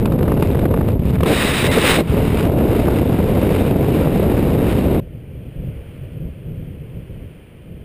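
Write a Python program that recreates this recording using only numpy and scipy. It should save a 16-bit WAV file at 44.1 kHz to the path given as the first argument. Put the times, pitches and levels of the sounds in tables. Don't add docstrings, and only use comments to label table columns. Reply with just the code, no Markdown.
import sys
import numpy as np
from scipy import signal
from scipy.fft import rfft, irfft
from scipy.io import wavfile
from scipy.ndimage import uniform_filter1d

SR = 44100
rng = np.random.default_rng(int(sys.argv[2]) if len(sys.argv) > 2 else 0)


def digitize_waveform(pressure):
    field = np.atleast_2d(pressure).T
    bounded = np.clip(field, -1, 1)
    quanta = np.round(bounded * 32767).astype(np.int16)
    wavfile.write(sys.argv[1], SR, quanta)


N = 345744
TIME, FREQ = np.arange(N) / SR, np.fft.rfftfreq(N, 1 / SR)

# frequency_hz, level_db
FRONT_SPECTRUM = [(20, -38), (150, -1), (500, 8), (1000, -5), (1500, -8.5), (2500, -26), (3700, -38),
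                  (4300, -40), (6000, -43.5)]


def undb(db):
    return 10 ** (np.asarray(db) / 20)


def curves(table):
    times, *columns = np.transpose(table)
    return [np.interp(TIME, times, column) for column in columns]


def colour(x, spectrum):
    hz, db = np.transpose(spectrum)
    gain = undb(np.interp(np.log(FREQ + 1), np.log(hz), db))
    cepstrum = irfft(np.log(gain), N)
    folded = 2 * cepstrum * (np.arange(N) < N // 2)
    return irfft(rfft(x) * np.exp(rfft(folded) - cepstrum[0]), N)


def steady(x, size=4000):
    power = uniform_filter1d(uniform_filter1d(x ** 2, size), size // 2)
    return x / np.sqrt(np.maximum(power, 1e-18))


def noise(spectrum):
    return steady(colour(rng.standard_normal(N), spectrum))


def wander(rate_hz):
    drift = irfft(rfft(rng.standard_normal(N)) * np.exp(-(FREQ / rate_hz) ** 2), N)
    return drift / drift.std()


def swell(start, length, attack_s, release_s):
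    return np.clip(.5 + np.minimum((TIME - start) / attack_s, (start + length - TIME) / release_s), 0, 1)


def power_sum_db(base_db, swells, attack_s=.025, release_s=.025):
    power = sum((undb(db) * swell(start, length, attack_s, release_s)) ** 2
                for start, length, db in swells)
    return 10 * np.log10(undb(base_db) ** 2 + power)


def eddies(rate_hz, jitter_db, scatter_db):
    pace_hz = rate_hz * undb(jitter_db * wander(150))
    arrivals = np.diff(np.floor(np.cumsum(pace_hz) / SR), prepend=0)
    return arrivals * rng.choice([-1, 1], N) * undb(scatter_db * rng.standard_normal(N))


def buffeting_levels(rate_hz):
    # start_s, length_s, rumble_db, roar_db
    surges = [(1.264, 0.077, -23, -13), (1.64, 0.088, -17, -16), (1.759, 0.029, -38, -9),
              (1.83, 0.11, -23, -17), (1.975, 0.057, -20, -11.5), (2.087, 0.05, -14, -32),
              (2.146, 0.076, -25, -17)]
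    start, length, surge_rumble_db, surge_roar_db = np.transpose(surges)
    doublings = np.log2(rate_hz / 480)
    lee = swell(start=1.25, length=.88, attack_s=.025, release_s=.025)
    head_wobble_db = .7 * wander(8.3)
    rumble_db = -16 - doublings - 5.5 * lee
    roar_db = -17.5 + 3.5 * doublings - 5 * lee + head_wobble_db
    return (power_sum_db(rumble_db, zip(start, length, surge_rumble_db)),
            power_sum_db(roar_db, zip(start, length, surge_roar_db)))


def buffeting(pressure, rumble_db, roar_db, split_hz):
    rumble = irfft(rfft(pressure) / (1 + (FREQ / split_hz) ** 6), N)
    return steady(rumble) * undb(rumble_db) + steady(pressure - rumble) * undb(roar_db)


def pops(impulses, ragged_db, level_db):
    fronts = impulses * undb(ragged_db * rng.standard_normal(N) + 4.2 * wander(12))
    return steady(colour(fronts, FRONT_SPECTRUM), size=12000) * undb(level_db)


def slaps(swing_s, churn_delay_s, churn_s, crack_s):
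    # start_s, thud_db, crack_db
    strikes = [(0.056, -18, -24), (0.121, -19.5, -36), (0.189, -24, -35), (0.228, -17.5, -30),
               (0.28, -18, -37), (0.319, -12, -38), (0.373, -17, -42), (0.424, -12, -24), (0.547, -20, -47),
               (0.591, -32, -29), (0.654, -13.5, -31), (0.711, -20, -41), (0.74, -14, -36),
               (0.81, -14, -46), (0.886, -19, -40), (1.206, -14, -26), (1.232, -7, -21), (1.259, -9, -32),
               (2.881, -13, -43), (4.502, -25, -37)]
    start, thud_db, crack_db = np.transpose(strikes)
    onsets = (start * SR).astype(int)
    kicks = np.bincount(onsets, undb(thud_db), N)
    cracks = np.bincount(onsets, undb(crack_db), N)
    doublets = np.interp(TIME - swing_s, TIME, kicks) - kicks
    age = TIME[:SR // 20]
    churn = signal.fftconvolve(kicks, np.exp(-np.abs(age - churn_delay_s) / churn_s))[:N]
    crack_envelope = signal.fftconvolve(cracks, age / crack_s * np.exp(1 - age / crack_s))[:N]
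    thuds = undb(28) * colour(doublets, FRONT_SPECTRUM) + churn * noise(FRONT_SPECTRUM)
    return thuds, crack_envelope


def spitting(blows, crack_envelope, ragged_db, stall_db):
    # frequency_hz, level_db
    spectrum = [(300, -17.5), (900, 7), (1300, 2.5), (1700, 0), (2300, 2.5), (2800, 1.5), (3350, -5),
                (3750, -2.5), (4200, -11.5), (5100, -12), (6000, -24.5)]
    # time_s, level_db
    levels = [(0, -43), (.68, -39.5), (.95, -44), (1.13, -37.5), (2.04, -33.5), (2.2, -32), (2.45, -28.5),
              (2.5, -38), (2.8, -34), (3.2, -36.5), (3.6, -31), (3.75, -34), (4.5, -35), (4.72, -31),
              (5.0, -38.5)]
    flurries_db = .3 * ragged_db * wander(10.7)
    level_db = curves(levels)[0] + flurries_db + stall_db
    pressure_slope = np.abs(np.gradient(overload(blows)))
    shear = steady(uniform_filter1d(pressure_slope, size=40))
    tearing = steady((3.8 + shear) * undb(.5 * ragged_db * wander(680)))
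    return noise(spectrum) * (tearing * undb(level_db) + crack_envelope)


def overload(pressure, ceiling=.62):
    return ceiling * np.tanh(pressure / ceiling)


def stalls(edge_s=.016):
    # start_s, length_s, rumble_db, roar_db, spit_db
    changes = [(1.165, 0.057, 1.5, -3, -10), (2.015, 0.06, -2, -10, -6)]
    return sum(np.outer(change_db, swell(start, length, edge_s, edge_s))
               for start, length, *change_db in changes)


def rush(choke_db):
    # frequency_hz, level_db
    spectrum = [(300, 1.5), (800, -4.5), (1150, -1), (1600, -2), (2100, 1.5), (2300, -1), (2550, 0.5),
                (3000, -2.5), (3350, -6), (3750, -1), (4000, -4.5), (4300, -13.5), (5150, -12), (6000, -23)]
    # time_s, level_db
    levels = [(1.245, -67), (1.262, -23), (1.42, -17), (1.52, -20), (1.81, -18.5), (1.89, -12),
              (1.96, -17.5), (2.005, -22), (2.04, -65)]
    return noise(spectrum) * undb(curves(levels)[0] + choke_db + 1.05 * wander(100))


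def whistles(waver):
    # pitch_hz, level_db
    partials = [(2040, 3), (2702, -2), (3908, -7)]
    # start_s, length_s, level_db, pitch_ratio, rush_change_db
    catches = [(1.683, .028, -29, 1, -12), (1.972, 0.039, -32.5, 1.06, -3)]
    wavering_time = np.cumsum(1 + waver * wander(81)) / SR
    singing, choke_db = 0, 0
    for start, length, level_db, pitch_ratio, rush_change_db in catches:
        envelope = swell(start, length, attack_s=.012, release_s=.012)
        tone = sum(undb(db) * np.sin(2 * np.pi * hz * pitch_ratio * wavering_time) for hz, db in partials)
        singing += undb(level_db) * envelope * tone
        choke_db += rush_change_db * envelope
    return singing, choke_db


def freefall():
    # time_s, eddy_rate_hz, raggedness_db
    flow = [(0, 318, 6.5), (.72, 341, 10), (.95, 198, 8), (1.2, 172, 10), (1.35, 662, 1), (2.0, 690, 3.5),
            (2.28, 292, 2), (2.45, 566, 8), (2.8, 680, 5), (3.0, 600, 5.5), (3.15, 430, 4), (3.55, 640, 4),
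            (5.0, 540, 4.5)]
    # frequency_hz, level_db
    eddy_spectrum = [(15, -13), (35, -5.5), (65, 3), (120, 2.5), (200, 0.5), (300, -3), (460, -4.5),
                     (580, -9.5), (750, -16.5), (1050, -25), (1500, -41), (5000, -86)]
    rate_hz, ragged_db = curves(flow)
    rumble_db, roar_db = buffeting_levels(rate_hz)
    rumble_stall_db, roar_stall_db, spit_stall_db = stalls()
    rumble_db += rumble_stall_db
    roar_db += roar_stall_db
    impulses = eddies(rate_hz, jitter_db=4, scatter_db=4)
    buffet = buffeting(colour(impulses, eddy_spectrum), rumble_db, roar_db, split_hz=226)
    popping = pops(impulses, ragged_db, level_db=roar_db - 11.5)
    thuds, crack_envelope = slaps(swing_s=.00134, churn_delay_s=.0032, churn_s=.0025, crack_s=.0017)
    blows = buffet + popping + thuds
    spit = spitting(blows, crack_envelope, ragged_db, spit_stall_db)
    singing, choke_db = whistles(waver=.0136)
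    return overload(blows + rush(choke_db)) + spit + singing


def breeze():
    # frequency_hz, level_db
    spectrum = [(15, -14), (35, -3.5), (70, -0.5), (110, -1), (150, 1), (205, -7.5), (270, -9.5),
                (380, -11), (490, -11), (630, -18.5), (850, -40.5), (1500, -62)]
    # time_s, rumble_db
    light_air = [(5.0, -36), (6.8, -33.5), (7.5, -43), (7.84, -35.5)]
    # start_s, length_s, rumble_db
    gusts = [(4.98, 0.11, -30.5), (5.137, .07, -30.5), (5.29, 0.22, -33), (5.565, .17, -25),
             (5.76, 0.037, -26.5), (6.0, 0.08, -30), (6.14, 0.17, -26.5), (6.457, 0.18, -27.5),
             (6.667, .06, -29), (6.796, 0.092, -33), (6.937, 0.093, -29.5), (7.09, 0.2, -32),
             (7.69, .07, -31.5)]
    rumble_db = power_sum_db(curves(light_air)[0], gusts, attack_s=.035, release_s=.071)
    roar_db = -42.5 + .52 * (rumble_db + 30)
    pressure = colour(rng.standard_normal(N) * undb(2.3 * wander(8.7)), spectrum)
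    return buffeting(pressure, rumble_db, roar_db, split_hz=230)


def hiss():
    # frequency_hz, level_db
    spectrum = [(150, 0.5), (700, 2), (1100, -3), (2000, -1.5), (2400, 2), (3200, -1), (3750, -16),
                (4700, -17.5), (6000, -26)]
    # time_s, level_db
    levels = [(5.0, -55.5), (5.45, -53), (5.72, -50.5), (5.95, -50), (6.25, -53), (6.95, -52.5),
              (7.4, -52.5), (7.65, -54.5)]
    return noise(spectrum) * undb(curves(levels)[0])


def scene():
    cut_s = 5.001
    landed = np.interp(TIME, [cut_s - .002, cut_s + .001], [0, 1])
    return (freefall() * (1 - landed) + (breeze() + hiss()) * landed)[None]


def record(dry):
    hold_hz, top_hz = 12000, 15350
    band = signal.sosfilt(signal.ellip(10, .1, 70, hold_hz / 2, fs=SR, output="sos"), dry)
    sampled = band * (1 + 2 * np.cos(2 * np.pi * hold_hz * TIME))
    held = irfft(rfft(sampled) * np.sinc(FREQ / hold_hz), N)
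    return signal.sosfilt(signal.ellip(12, .1, 80, top_hz, fs=SR, output="sos"), held)


dry = scene()
out = record(dry)
digitize_waveform(out)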